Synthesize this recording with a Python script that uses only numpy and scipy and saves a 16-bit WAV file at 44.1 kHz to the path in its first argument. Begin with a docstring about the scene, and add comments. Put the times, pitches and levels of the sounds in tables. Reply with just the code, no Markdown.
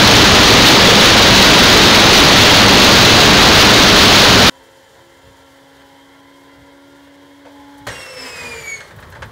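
"""A nine-cylinder radial engine roars through open stacks in a workshop, so close that the mic overloads.
Each firing is a burst of gas noise over the boom of the room; the roar breaks off abruptly.
Then, out on an airfield, a biplane's inertia starter winds up its flywheel with a faint rising whine.
The clutch bangs in, the loaded gears sing downwards, and the cold engine clacks and chuffs as it turns."""
import sys
import numpy as np
from scipy import signal
from scipy.fft import rfft, irfft, next_fast_len
from scipy.io import wavfile

SR = 44100
rng = np.random.default_rng(int(sys.argv[2]) if len(sys.argv) > 2 else 0)


def unload_wav(signal):
    """Save mono or channel-first audio to the path in sys.argv[1] as 16-bit WAV at rate SR, clipped to [-1, 1]."""
    wavfile.write(
        sys.argv[1],
        SR,
        np.round(np.clip(np.atleast_2d(signal).T, -1, 1) * 32767).astype(np.int16),
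    )


N = 410571
T = np.arange(N) / SR
ROAR_END_S, LEVER_S, CLUTCH_S = 4.4975, 7.47, 7.868


def from_db(db):
    """Decibels to gain."""
    return 10 ** (np.asarray(db) / 20)


def rms_one(x):
    """Scale to unit power."""
    return x / np.sqrt(np.mean(x ** 2) + 1e-20)


def in_time(rows):
    """A (time_s, value) curve at every sample."""
    return np.interp(T, *np.transpose(rows))


def between(start, end, fade):
    """A gate that opens at start and closes at end."""
    return np.clip((T - start) / fade, 0, 1) * np.clip((end - T) / fade, 0, 1)


def swell(s, half):
    """A smooth bump of height 1 around a moment."""
    return np.exp(-((T - s) / half) ** 2)


def since(s):
    """Seconds gone by after a moment, 0 before it."""
    return np.maximum(T - s, 0)


def coloured(x, colour):
    """Filter with a (freq_hz, gain_db) response."""
    points, db = np.transpose(colour)
    size = next_fast_len(N + SR // 4, True)
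    hz = np.maximum(np.arange(size // 2 + 1) * SR / size, 1)
    gain = from_db(np.interp(np.log(hz), np.log(points), db))
    return irfft(rfft(x, size) * gain, size)[:N]


def noise(colour):
    """Noise with a (freq_hz, level_db) spectrum; rms 1."""
    return rms_one(coloured(rng.standard_normal(N), colour))


def drift(rate_hz):
    """A random wander with spread 1, mostly slower than rate_hz."""
    hop, settle = 40, 2000
    r = np.exp(-2 * np.pi * rate_hz * hop / SR)
    slow = signal.lfilter([1], [1, -2 * r, r * r], rng.standard_normal(N // hop + settle + 2))[settle:]
    return np.interp(np.arange(N) / hop, np.arange(len(slow)), rms_one(slow))


def tone(turns, multiple, waver, rate_hz):
    """A partial of a turning shaft whose strength wavers; rms about 1."""
    sine = np.sqrt(2) * np.sin(2 * np.pi * (multiple * turns + rng.random()))
    return sine * (1 + waver * drift(rate_hz)) / np.hypot(1, waver)


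def resonate(x, hz, width):
    """A two-pole resonance that passes the same noise power at any width."""
    r = np.exp(-np.pi * width / SR)
    zeros = np.sqrt((1 - r * r) / 2) * np.array([1, 0, -1])
    return signal.lfilter(zeros, [1, -2 * r * np.cos(2 * np.pi * hz / SR), r * r], x)


def ticks(t60_s=.07, width_hz=5000):
    """Small steel parts touch with a brief bright splash."""
    # linkage and valve gear: start_s, level_db, ring_hz
    touches = [(7.78, -51, 9500), (7.869, -35, 10000), (8.876, -58, 12000), (8.963, -49, 13000),
               (9.002, -47, 12000), (9.101, -48, 13000), (9.118, -53, 9000), (9.222, -53, 6800),
               (9.258, -54, 12000)]
    out = np.zeros(N)
    for s, db, hz in touches:
        decay = from_db(db - 60 * np.clip(T - s, 0, .5) / t60_s) * (T >= s)
        out += resonate(decay * rng.standard_normal(N), hz, width_hz)
    return out


def turning_over(pumping_db=-60.5, rise_db_per_s=13.5, rattle_db=-46.3):
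    """The pistons pump more and more air as the engine comes round, and the gear train rattles."""
    # soft thumps and chuffs of air: centre_s, level_db, half_length_s
    puffs = [(5.28, -49, .056), (6.62, -49, .056), (7.821, -47, .02), (7.897, -34, .028), (7.97, -46, .05),
             (8.42, -51, .06), (8.57, -45, .05), (9.02, -43, .07), (9.25, -41, .045)]
    # spectra of the air and the rattle: freq_hz, level_db
    air_colour = [(25, -34), (60, -8), (100, -5), (150, -11), (300, -30), (800, -55)]
    rattle_colour = [(120, -38), (200, -3), (288, -4), (414, 2), (769, -4), (1090, 0), (2130, -11),
                     (2650, -22), (5110, -33), (15500, -35)]
    pumping = from_db(pumping_db + rise_db_per_s * since(CLUTCH_S)) * (T >= CLUTCH_S)
    chuffs = sum(from_db(db) * swell(s, half) for s, db, half in puffs)
    rattle = from_db(rattle_db + 1.5 * drift(25)) * noise(rattle_colour)
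    return (pumping + chuffs) * noise(air_colour) + rattle * np.clip(since(8.8) / .071, 0, 1)


def knocks(rise_s=.001, clatter=.29, dull_hz=8000):
    """Each blow is a short clatter that dies away in the modes of the case, the high ones first."""
    # blows of clutch and gear train: start_s, relative_db, lows_db, highs_db, t60_s at 1500 Hz
    blows = [(7.451, -41.5, 19, -8, .22), (7.867, -20, 10.5, 7.5, 0.16), (7.883, -26, -11, 6, 0.25),
             (8.803, -28.5, 2, 5, 0.16), (8.907, -32.5, -1, -5, .12), (8.986, -34, 3, -4, 0.14),
             (9.025, -28.5, -1, -8, .14), (9.122, -30.5, -2, -1, 0.11), (9.150, -29.5, 2, -8, 0.1),
             (9.164, -39, 10, -11, 0.092), (9.2207, -15.5, -3, -12, 0.11)]
    # ring of the engine case and cowling: pitch_hz, width_hz, gain_db
    case_modes = [(560, 120, -9), (890, 41, -12), (1130, 200, -10), (1600, 160, -2.5), (1850, 190, -6.5),
                  (3200, 530, -12), (4060, 450, -14), (6800, 1600, -13)]
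    out = np.zeros(N)
    for hz, width, mode_db in case_modes:
        force = np.zeros(N)
        for s, db, lows_db, highs_db, t60 in blows:
            at = int(s * SR)
            age = T[:min(N - at, SR // 2)]
            colour_db = np.interp(np.log(hz), np.log([550, 1500, 6000]), [lows_db, 0, highs_db])
            decay_db = 60 * age / (t60 * (hz / 1500) ** -.25)
            attack = 1 - np.exp(-age / rise_s)
            force[at:at + len(age)] += from_db(db + mode_db + colour_db - decay_db) * attack
        out += resonate(force * rng.standard_normal(N) * (1 + clatter * drift(190)), hz, width)
    return from_db(-5.5) * signal.sosfilt(signal.butter(2, dull_hz, fs=SR, output="sos"), out)


def housing(hz):
    """Decibels that the starter housing adds to a tone at this pitch."""
    # peaks and dips: centre_hz, half_width_hz, gain_db
    resonances = [(245.5, 6, 15), (260.2, 4, 18), (269.8, 1.6, -10), (283.7, 10, 11), (464, 14, 13.5),
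                  (513, 13, 13), (554, 2.6, -5), (826, 5, 11), (2245, 47, 17), (2430, 130, 9.5),
                  (2740, 35, 4), (5220, 220, 10), (7400, 170, 5), (8330, 130, 7)]
    grid = np.arange(SR // 2)
    response_db = sum(db * np.exp(-((grid - centre) / half) ** 2) for centre, half, db in resonances)
    return np.interp(hz, grid, response_db)


def flywheel_speed(start_hz=267.14, rise_hz_per_s=6.548, easing_hz_per_s2=.99):
    """Turns per second: a flattening rise, then braking once the clutch is in."""
    # the engine drags the flywheel down: time_s, speed_hz
    braking = [(7.868, 283.6), (8.0, 274.3), (8.22, 261.6), (8.4, 249.5), (8.6, 235), (8.72, 223),
               (8.9, 212), (9.31, 205)]
    age = since(ROAR_END_S)
    rising = start_hz + rise_hz_per_s * age - easing_hz_per_s2 * age ** 2 / 2
    return np.where(T < CLUTCH_S, rising, in_time(braking))


def winding_up(turns, speed, whirr_db=-49, hiss_db=-58, bearing_lift_db=2):
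    """The flywheel hums with its unbalance while the gears and bearings run free."""
    # unbalance hum, first partial upwards: level_db, lift_db once the clutch lever is pulled
    hum_partials = [(-56.5, 3.5), (-54, -1.5), (-66.5, 18)]
    # free-running gear train: flywheel_multiple, level_db
    gear_tones = [(1.27, -62.5), (1.66, -63), (3.34, -65), (3.46, -63), (3.66, -61), (4, -66), (5, -63),
                  (10, -72), (11, -69), (12, -71), (13, -75)]
    # spectra of the bearings: freq_hz, level_db
    whirr_colour = [(25, -24), (65, 1), (140, 0), (230, -9.5), (480, 1), (750, -4.5), (970, 1), (1200, -11),
                    (1700, -1), (2100, -8), (2550, -17), (2880, -14), (3080, -7), (3650, -10.5),
                    (4300, -15), (9000, -36)]
    hiss_colour = [(1500, -27), (4500, -1.5), (7000, -3.5), (15000, -12)]
    lever = np.clip(since(LEVER_S) / .08, 0, 1)
    hum = sum(from_db(db + lift_db * lever + housing(k * speed))
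              * tone(turns, k, waver=.035 * k * k, rate_hz=9.1)
              for k, (db, lift_db) in enumerate(hum_partials, 1))
    backlash = turns + .0098 * drift(5.2)   # play between the teeth lets the gears wander
    gears = sum(from_db(db) * tone(backlash, k, waver=.78, rate_hz=3.9) for k, db in gear_tones)
    # three gear tones swell briefly together midway through the wind-up
    swelling = from_db(-65 + 5.6 * swell(6.25, .35))
    gears += swelling * sum(tone(backlash, k, waver=.6, rate_hz=18) for k in (7.29, 7.7, 11.6))
    # a thin bearing whistle dies out early
    whistle = from_db(-68 - 40 * since(5.35)) * resonate(rng.standard_normal(N), hz=7070, width=60)
    whirr = from_db(whirr_db + .6 * drift(12)) * noise(whirr_colour)
    hiss = from_db(hiss_db - since(ROAR_END_S) + 1.2 * drift(25)) * noise(hiss_colour)   # fades 1 dB/s
    bearings = from_db(bearing_lift_db * lever) * (whirr + hiss) * (T >= ROAR_END_S)
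    return (hum + gears + whistle) * between(ROAR_END_S, CLUTCH_S + .028, .008) + bearings


def loaded_gears(turns, speed, teeth=10, pinion_ratio=1.93, runout=.14, echo_s=.022, echo_db=-6):
    """The pinion sings under load; torsional shake blurs its upper partials and runout adds side tones."""
    # gear mesh, first partial upwards: level_db, lift_db in the squeal where the teeth bite hardest
    mesh_partials = [(-43.5, 0), (-48, 3), (-51.5, 13.5), (-59, 11), (-69, 12), (-71, 12)]
    # load on the gears, heard as grinding: time_s, relative_db
    load = [(7.95, -37.5), (8.104, -41), (8.282, -35.5), (8.322, -39), (8.38, -35), (8.66, -39.5),
            (8.77, -43.5)]
    # side tones: flywheel_multiple, relative_db
    side_tones = [(3.85, -13), (8.05, -12), (9, -17), (11, -15), (12, -17), (19, -19), (21, -19), (29, -17)]
    # spectrum of the grinding: freq_hz, level_db
    grind_colour = [(35, -42), (60, -27), (156, -3.5), (210, -17), (253, -11.5), (291, -13.5), (497, 0),
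                    (721, -8.5), (2200, -2.5), (2410, -25), (2910, -10), (5200, -16), (9200, -18.5),
                    (11000, -26), (15500, -31)]
    squeal = swell(8.68, .115)
    release_db = -57 * since(8.77)   # the tones die away, the upper mesh partials fastest
    shaken = turns + .004 * drift(23) + .0075 * squeal * drift(60) + .0018 * drift(200)
    mesh = sum(from_db(db + lift_db * squeal + k * release_db + housing(teeth * k * speed))
               * tone(shaken, teeth * k, waver=.24 * k, rate_hz=30)
               for k, (db, lift_db) in enumerate(mesh_partials, 1))
    # the sweeping tones beat with their own echo off the wing
    mesh += from_db(echo_db) * np.interp(T - echo_s, T, mesh)
    shaft = from_db(-59.5 + release_db + housing(speed)) * tone(turns, 1, waver=.25, rate_hz=12)
    pinion = from_db(-48.5 + release_db + housing(pinion_ratio * speed))
    pinion *= tone(shaken, pinion_ratio, waver=.37, rate_hz=30)
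    load_db = in_time(load) + release_db
    sides = sum(from_db(db) * tone(shaken, k, waver=.63, rate_hz=6.9) for k, db in side_tones)
    sides *= from_db(load_db + 1.5)
    grind = from_db(load_db + 3 + drift(40)) * noise(grind_colour)
    grind *= 1 + runout * np.sin(2 * np.pi * turns)
    return (mesh + sides + shaft + pinion + grind) * between(CLUTCH_S, 8.94, .058)


def overload(x, ceiling=.6, hardness=4):
    """So close to the stacks the microphone flattens every peak; its response colours the distortion."""
    # microphone response: freq_hz, gain_db
    microphone = [(4000, -0.5), (6700, -1.5), (8000, -7.5), (13900, -7.5), (14700, 0), (15900, 0)]
    flattened = x / (1 + np.abs(x / ceiling) ** hardness) ** (1 / hardness)
    return coloured(flattened, microphone)


def radial_engine(blast_s=.0029, uneven_db=3.5, sputter_db=.5, bark_half_s=.043):
    """Every firing lets out a burst of gas noise; the workshop booms on the engine's orders."""
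    # four-stroke cycle rate: time_s, rate_hz
    cycle_rate = [(0, 21.85), (.7, 21.72), (1.2, 21.76), (1.8, 21.85), (2.5, 21.75), (3.3, 21.84),
                  (4.5, 21.83)]
    # cylinders in firing order: blast_db, stack_lag as a share of the firing interval
    cylinders = [(6, 0.04), (-10, .3), (-4, .55), (-4.5, 0.21), (5, .05), (5.5, 0.53), (-5.5, .3),
                 (3.5, .15), (-4, .5)]
    # the loudest exhaust barks: centre_s, lift_db
    barks = [(0.224, 1), (0.472, 1), (0.685, 6), (1.05, 4), (1.41, 1), (2.158, 3), (2.39, 2), (2.86, 1.5),
             (3.2, 2), (3.58, 3.5), (4.025, 2.5), (4.18, 3.5)]
    # boom of the stacks in the room: cycle_multiple, relative_db
    orders = [(2, -10), (4, -7.5), (5, -2), (6, -9), (7, -10), (8, -8.5), (9, 0), (10, -5), (11, -2.5),
              (12, -9), (13, -4.5), (14, -5), (15, -7.5), (16, -9.5), (17, -8), (19, -3), (20, -12.5),
              (22, -6), (23, -10.5), (25, -8), (26, -9), (28, -7.5)]
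    # spectra of the exhaust blast and the rumble: freq_hz, level_db
    blast_colour = [(200, -16), (700, -7), (1400, -3), (2300, -3.5), (3800, -0.5), (4500, -2.5),
                    (5200, -7.5), (6700, -12.5), (7400, -26), (9000, -47)]
    rumble_colour = [(15, -19.5), (40, -2), (100, 1.5), (300, 1), (750, -2), (1400, -6), (3000, -16.5),
                     (8000, -48)]
    speed = in_time(cycle_rate)
    cycles = np.cumsum(speed * (1 + .002 * drift(3.74))) / SR
    bursts = 0
    for k, (db, lag) in enumerate(cylinders):
        firing, phase = np.divmod(cycles + 1 - (k + lag) / len(cylinders), 1)
        chance_db = uneven_db * rng.standard_normal(N // 1000)[firing.astype(int)]
        bursts += from_db(db + chance_db) * np.exp(-phase / speed / blast_s)
    # between the barks the mixture burns unevenly
    surge = from_db(sputter_db * drift(8) + sum(db * swell(s, bark_half_s) for s, db in barks))
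    gas = surge * rms_one(np.hypot(rms_one(bursts), 1))   # the room fills the gaps at equal power
    boom = rms_one(sum(from_db(db) * tone(cycles, k, waver=.43, rate_hz=6.8) for k, db in orders))
    exhaust = gas * noise(blast_colour)
    return from_db(-1.16) * exhaust + from_db(-5) * noise(rumble_colour) + from_db(-8.5) * boom


def scene():
    """In mono: the engine close up in the workshop, then the starter on the airfield."""
    speed = flywheel_speed()
    turns = np.cumsum(speed * (1 + .00046 * drift(4.2))) / SR
    workshop = overload(radial_engine()) * (T < ROAR_END_S)
    airfield = winding_up(turns, speed) + loaded_gears(turns, speed) + knocks() + ticks() + turning_over()
    return (workshop + airfield)[None]


def record(dry):
    """The top is cut steeply."""
    cutoff_hz = 15750
    taps = signal.firwin(1201, cutoff_hz, fs=SR, window=("kaiser", 9))
    return signal.fftconvolve(dry, taps[None], mode="same", axes=1)


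dry = scene()
out = record(dry)
unload_wav(out)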